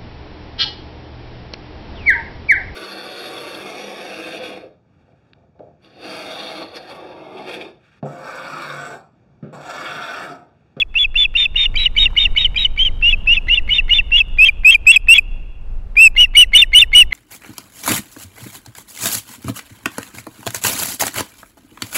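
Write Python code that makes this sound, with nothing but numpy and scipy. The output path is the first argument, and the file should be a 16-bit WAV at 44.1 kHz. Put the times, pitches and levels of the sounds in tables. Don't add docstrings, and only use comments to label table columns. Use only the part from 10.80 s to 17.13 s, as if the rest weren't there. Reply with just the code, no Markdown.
import sys
import numpy as np
from scipy import signal
from scipy.fft import rfft, irfft
from scipy.io import wavfile
from scipy.ndimage import uniform_filter1d

SR = 44100
rng = np.random.default_rng(int(sys.argv[2]) if len(sys.argv) > 2 else 0)


def put_to_file(sound):
    columns = np.atleast_2d(sound).T
    safe = np.clip(columns, -1, 1)
    whole_steps = np.round(safe * 32767)
    wavfile.write(sys.argv[1], SR, whole_steps.astype(np.int16))


N = 279153
TIME = np.arange(N) / SR

# start_s, end_s, top_pitch_hz, climb_to_top_hz, fall_from_top_hz, level_db,
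# swell_from_start_to_end_db, opening_yelp_s
CHIRP_NOTES = [(-0.075, 0.032, 3040.0, 350.0, 600.0, -7.0, 2.0, 0.0),
               (0.153, 0.26, 3030.0, 480.0, 620.0, -9.5, 2.0, 0.0),
               (0.355, 0.463, 3260.0, 640.0, 860.0, -8.5, 2.0, 0.0),
               (0.552, 0.667, 3240.0, 600.0, 780.0, -7.5, 0.0, 0.0),
               (0.757, 0.869, 3340.0, 590.0, 610.0, -7.5, 2.0, 0.0),
               (0.968, 1.074, 3370.0, 300.0, 670.0, -7.0, 7.0, 0.015),
               (1.175, 1.273, 3140.0, 160.0, 520.0, -6.5, 1.0, 0.012),
               (1.373, 1.468, 3210.0, 350.0, 630.0, -5.5, -2.0, 0.009),
               (1.572, 1.668, 3320.0, 420.0, 520.0, -6.0, -4.5, 0.011),
               (1.773, 1.865, 3220.0, 80.0, 350.0, -7.5, 3.5, 0.016),
               (1.989, 2.087, 3230.0, 240.0, 450.0, -11.0, -3.5, 0.015),
               (2.224, 2.348, 2880.0, 230.0, 380.0, -9.0, 1.0, 0.0),
               (2.472, 2.589, 2880.0, 330.0, 380.0, -8.5, -2.5, 0.0),
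               (2.696, 2.792, 2950.0, 280.0, 330.0, -8.5, 1.5, 0.015),
               (2.904, 3.003, 3070.0, 220.0, 520.0, -8.0, 6.0, 0.016),
               (3.106, 3.205, 3040.0, 250.0, 510.0, -6.5, 1.5, 0.014),
               (3.318, 3.421, 2890.0, 220.0, 380.0, -6.5, 4.5, 0.0),
               (3.585, 3.7, 2680.0, 280.0, 360.0, -4.0, 1.5, 0.0),
               (3.847, 3.962, 2710.0, 290.0, 380.0, -2.0, 0.0, 0.0),
               (4.067, 4.176, 2810.0, 350.0, 370.0, 0.5, 0.5, 0.0),
               (4.284, 4.397, 2830.0, 270.0, 420.0, -0.5, 1.0, 0.0),
               (5.167, 5.28, 2720.0, 390.0, 220.0, -1.5, 7.0, 0.0),
               (5.376, 5.454, 2970.0, 190.0, 350.0, -5.0, -0.5, 0.013),
               (5.566, 5.64, 2980.0, 80.0, 350.0, -0.5, -3.0, 0.017),
               (5.747, 5.838, 3110.0, 260.0, 570.0, 0.0, -2.0, 0.015),
               (5.946, 6.037, 3060.0, 230.0, 510.0, -0.5, -0.5, 0.016),
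               (6.147, 6.23, 2980.0, 120.0, 370.0, -0.5, 0.0, 0.018),
               (6.336, 6.42, 2950, 200, 350, -3, 0, 0.015)]
# start_s, end_s, held_pitch_hz, tone_db, rasp_db
SQUEAL_NOTES = [(0, .018, 3440, -14, -27.5), (.186, .244, 3440, -12.5, -29), (.374, .449, 3520, -12, -25.5),
                (.572, .654, 3630, -14, -23), (.771, .857, 3680, -15, -22),
                (.978, 1.057, 3910, -18.5, -23.5), (1.191, 1.256, 3740, -12, -22),
                (1.391, 1.451, 3690, -14, -23), (1.587, 1.646, 3760, -18, -24.5),
                (1.783, 1.848, 3820, -18.5, -23.5), (2.036, 2.05, 3300, -25, -35),
                (2.3, 2.326, 3430, -18.5, -27.5), (2.54, 2.568, 3510, -25, -24),
                (2.747, 2.773, 3550, -21, -26), (2.938, 2.983, 3640, -17, -23.5),
                (3.139, 3.185, 3580, -14, -24), (3.371, 3.402, 3380, -11, -22.5),
                (3.651, 3.685, 3210, -11.5, -22), (3.91, 3.945, 3230, -10.5, -20.5),
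                (4.119, 4.16, 3390, -15, -19), (4.342, 4.381, 3390, -14, -19),
                (5.777, 5.819, 3620, -7, -18), (5.99, 6.017, 3600, -8, -17.5)]
# start_s, level_db
BEAK_FACING = [(0, -18), (1.9, -20.5), (3.35, -21), (3.6, -6), (6.2, 0)]
# pitch_hz, width_hz, lift_db
OPEN_BEAK_RING = (5950, 200, 10)
# pitch_hz, level_db (per Hz)
THROAT_COLOUR = [(500, -40), (1050, -23), (1550, -28), (2000, -10), (2250, 0), (2500, -4.5), (2950, 0.5),
                 (3500, -5), (4450, -35), (5500, -25), (8000, -54)]
# pitch_hz, level_db (per Hz)
HISS_COLOUR = [(600, -15), (1400, 1), (4800, -10), (6500, -9), (8700, 0), (11000, -3), (13400, -8),
               (15000, -34)]
# pitch_hz, level_db (per Hz)
WIND_COLOUR = [(4, -18), (22, -1.5), (60, -19.5), (130, -34), (300, -45), (900, -52.5), (7000, -80),
               (14000, -88)]
# start_s, level_db
WIND_GUSTS = [(.3, -3.5), (1.3, 5.5), (2.8, 5), (3.8, .5), (5.2, .5), (6.2, 1.5)]
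# pitch_hz, level_db (per Hz)
PUFF_COLOUR = [(500, -17), (1400, -13), (2100, -2), (3000, -14), (7000, -46)]
# start_s, level_db (before the onset is rounded)
FOOTSTEPS = [(1.303, -40), (1.33, -40)]
# pitch_hz, level_db (per Hz)
STICK_COLOUR = [(200, -14), (650, -17), (850, -3), (960, 0), (1150, -5), (1400, -12), (2500, -22),
                (9000, -40)]
# start_s, level_db (before the onset is rounded)
TICKS = [(1.849, -36), (2.5, -38), (3.19, -36), (3.483, -46)]

APEX, CLIMB_BEND, FALL_BEND = .57, 1.4, 1.56
ENDS_DB, ATTACK_S, RELEASE_S = -3.3, .0014, .0063
YELP_RATIO, YELP_GLIDE_HZ, YELP_DB, CLOSING_DB, CLOSING_S = .8, 200, -7.5, -23, .008
SAG_HZ, SAG_BEND = 170, 4
EDGE_HZ = 14900


def amp(db):
    return 10 ** (np.asarray(db) / 20)


def evened(x):
    return x / np.sqrt(np.mean(x ** 2) + 1e-20)


def curve(rows):
    return np.interp(TIME, *np.transpose(rows))


def noise(colour):
    hz, db = np.transpose(colour)
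    log_hz = np.log(np.fft.rfftfreq(N, 1 / SR) + 1)
    shape = amp(np.interp(log_hz, np.log(hz), db))
    return evened(irfft(rfft(rng.standard_normal(N)) * shape, N))


def wander(rate_hz, order=4):
    count = int(N / SR * rate_hz * 2) + order
    stretch = int(np.ceil(N / (count - order)))
    drift = signal.resample_poly(rng.standard_normal(count), stretch, 1, window=("kaiser", order))
    return evened(drift[:N])


def span(start, end):
    at = np.arange(max(round(start * SR), 0), min(round(end * SR), N))
    return at, (at / SR - start) / (end - start)


def soften(x, seconds):
    size = max(int(seconds * SR), 1)
    return uniform_filter1d(uniform_filter1d(x, size), size)


def tension(u, top_hz, climb_hz, fall_hz):
    climb = climb_hz * np.maximum(1 - u / APEX, 0) ** CLIMB_BEND
    fall = fall_hz * np.maximum((u - APEX) / (1 - APEX), 0) ** FALL_BEND
    return top_hz - climb - fall


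def pressure(u, length, db, swell_db, linger=.003):
    u = np.clip(u, 0, 1)
    attack = 1 - np.exp(-u * length / ATTACK_S)
    release = 1 - np.exp(-(((1 - u) * length + linger) / RELEASE_S) ** 2)
    return attack * release * amp(db + swell_db * (u - .5) + ENDS_DB * (2 * u - 1) ** 2)


def yelps():
    for start, end, top_hz, climb_hz, fall_hz, db, _, yelp in CHIRP_NOTES:
        if yelp > 0:
            in_hz = YELP_RATIO * (top_hz - climb_hz)
            out_hz = YELP_RATIO * (top_hz - fall_hz)
            yield start - yelp, start, in_hz - YELP_GLIDE_HZ, in_hz, db + YELP_DB
            yield end, end + CLOSING_S, out_hz, out_hz - YELP_GLIDE_HZ, db + CLOSING_DB


def gestures(rasp_db=-16, break_hz=2950, rasp_db_per_hz=0.04, yelp_octave_db=-22, octave_db=-32.3,
             beaming=.4, swell=.6):
    hz, tone, rasp = np.zeros((3, N))
    octave = amp(octave_db + beaming * curve(BEAK_FACING))
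    for start, end, first_hz, last_hz, db in yelps():
        at, u = span(start, end)
        hz[at] = first_hz + (last_hz - first_hz) * u
        tone[at] = amp(db) * np.sin(np.pi * u * .88)
        rasp[at] = tone[at] * amp(rasp_db)
        octave[at] = amp(yelp_octave_db)
    for start, end, top_hz, climb_hz, fall_hz, db, swell_db, _ in CHIRP_NOTES:
        at, u = span(start, end)
        hz[at] = tension(u, top_hz, climb_hz, fall_hz)
        tone[at] = pressure(u, end - start, db, swell_db)
        rasp[at] = tone[at] * amp(rasp_db + rasp_db_per_hz * np.minimum(hz[at] - break_hz, 0))
    for start, end, held_hz, tone_db, noise_db in SQUEAL_NOTES:
        at, u = span(start, end)
        hz[at] = held_hz - SAG_HZ * abs(u) ** SAG_BEND
        effort = 1 + swell * (np.sin(np.pi * u) - 2 / np.pi)
        tone[at], rasp[at] = amp(tone_db) * effort, amp(noise_db) * effort
    hz = np.interp(TIME, TIME[hz > 0], hz[hz > 0])
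    ring_hz, ring_width, ring_db = OPEN_BEAK_RING
    nearness = np.exp(-((2 * hz - ring_hz) / ring_width) ** 2)
    octave = octave * amp(ring_db * amp(curve(BEAK_FACING)) * nearness)
    return soften(hz, .0006), soften(tone, .003), soften(rasp, .004), octave


def growl(phase, hz, slip=.7, order=3):
    throat_hz, throat_db = np.transpose(THROAT_COLOUR)
    slow = phase / order
    total = 0
    for k in range(1, order * order):
        if k % order:
            strength = amp(np.interp(k * hz / order, throat_hz, throat_db))
            total = total + strength * np.sin(k * slow + slip * wander(200))
    return np.sqrt(2) * total


def osprey(jitter=.002, rough_jitter=.009, shimmer_db=2, hiss_db=-32.5, second_path=.0007, fray_db=-28.5,
           flutter_db=3.5, sputter_db=1.5, rasp_db=-1.8, falter=.12, third_db=-15, growl_db=-10.5):
    hz, tone, rasp, octave = gestures()
    rough = np.clip(rasp / (tone + 1e-9), 0, 1)
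    facing = amp(curve(BEAK_FACING))
    shaky_hz = hz * (1 + (jitter + rough_jitter * rough) * wander(450))
    phase = 2 * np.pi * np.cumsum(shaky_hz) / SR
    tone = tone / (1 + falter * soften(abs(np.gradient(hz)), .0015))
    flow = np.tanh(tone) ** 2
    flutter = amp(flutter_db * wander(110))
    overtone = octave * flutter * (np.sin(2 * phase) + amp(third_db) * np.sin(3 * phase))
    bands = sum(wander(350) * np.sin(k * phase) for k in range(3, 6))
    fray = bands * flow * facing * amp(fray_db)
    shimmer = amp(shimmer_db * np.sqrt(rough) * wander(130))
    whistle = np.sqrt(2) * tone * shimmer * (np.sin(phase) + overtone)
    air = noise(HISS_COLOUR)
    combed = evened(air + np.roll(air, round(second_path * SR)))
    hiss = (2 * flow + rasp) * amp(hiss_db) * facing * combed
    throat = rasp * (amp(rasp_db) * noise(THROAT_COLOUR) + amp(growl_db) * growl(phase, hz))
    sputter = amp(sputter_db * wander(60))
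    return whistle + sputter * (throat + hiss + fray)


def wind(wind_db=-24, lumps_db=1.2):
    return amp(wind_db + curve(WIND_GUSTS) + lumps_db * wander(5)) * noise(WIND_COLOUR)


def echo(x, t60, delay, rise):
    age = np.maximum(TIME - delay, 0)
    tail = rng.standard_normal(N) * (1 - np.exp(-age / rise)) * np.exp(-np.log(1000) * age / t60)
    return signal.fftconvolve(x, tail / np.linalg.norm(tail))[:N]


def nest_echo(bird, sticks_db=-11, sticks_hz=6000):
    treble = signal.sosfilt(signal.butter(4, sticks_hz, "high", fs=SR, output="sos"), bird)
    return echo(amp(sticks_db) * treble, t60=.07, delay=0, rise=.002)


def forest_echo(bird, forest_db=-43, beaming=.62, air_hz=3600):
    all_round = bird / amp(beaming * curve(BEAK_FACING))
    far = signal.sosfilt(signal.butter(4, air_hz, fs=SR, output="sos"), all_round)
    return amp(forest_db) * echo(far, t60=1.5, delay=.06, rise=.06)


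def knocks(rows, decay, colour):
    s, db = np.transpose(rows)
    blows = np.bincount((s * SR).astype(int), amp(db), N)[:N]
    dying = signal.lfilter([1], [1, -np.exp(-1 / (decay * SR))], blows + 1e-15)
    return soften(dying, .0005) * noise(colour)


def throat_clicks(lead=.011, click_db=-32.5):
    pops = [start - yelp - lead for start, *_, yelp in CHIRP_NOTES]
    return knocks([(s, click_db) for s in pops if s > 0], .009, PUFF_COLOUR)


def footsteps():
    return knocks(FOOTSTEPS, .012, STICK_COLOUR)


def ticks():
    return knocks(TICKS, .003, [(1200, 0), (14000, -22)])


def scene():
    bird = osprey() + throat_clicks()
    reflections = nest_echo(bird) + forest_echo(bird)
    return (bird + wind() + reflections + footsteps() + ticks())[None]


def record(dry, ceiling=.87):
    fine = signal.resample_poly(dry, 4, 1, axis=1)
    clipped = np.clip(fine, -ceiling, ceiling)
    out = signal.resample_poly(clipped, 1, 4, axis=1)
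    treble_cut = signal.firwin(301, EDGE_HZ, window=("kaiser", 9), fs=SR)
    return signal.oaconvolve(out, treble_cut[None], "same")


dry = scene()
out = record(dry)
put_to_file(out)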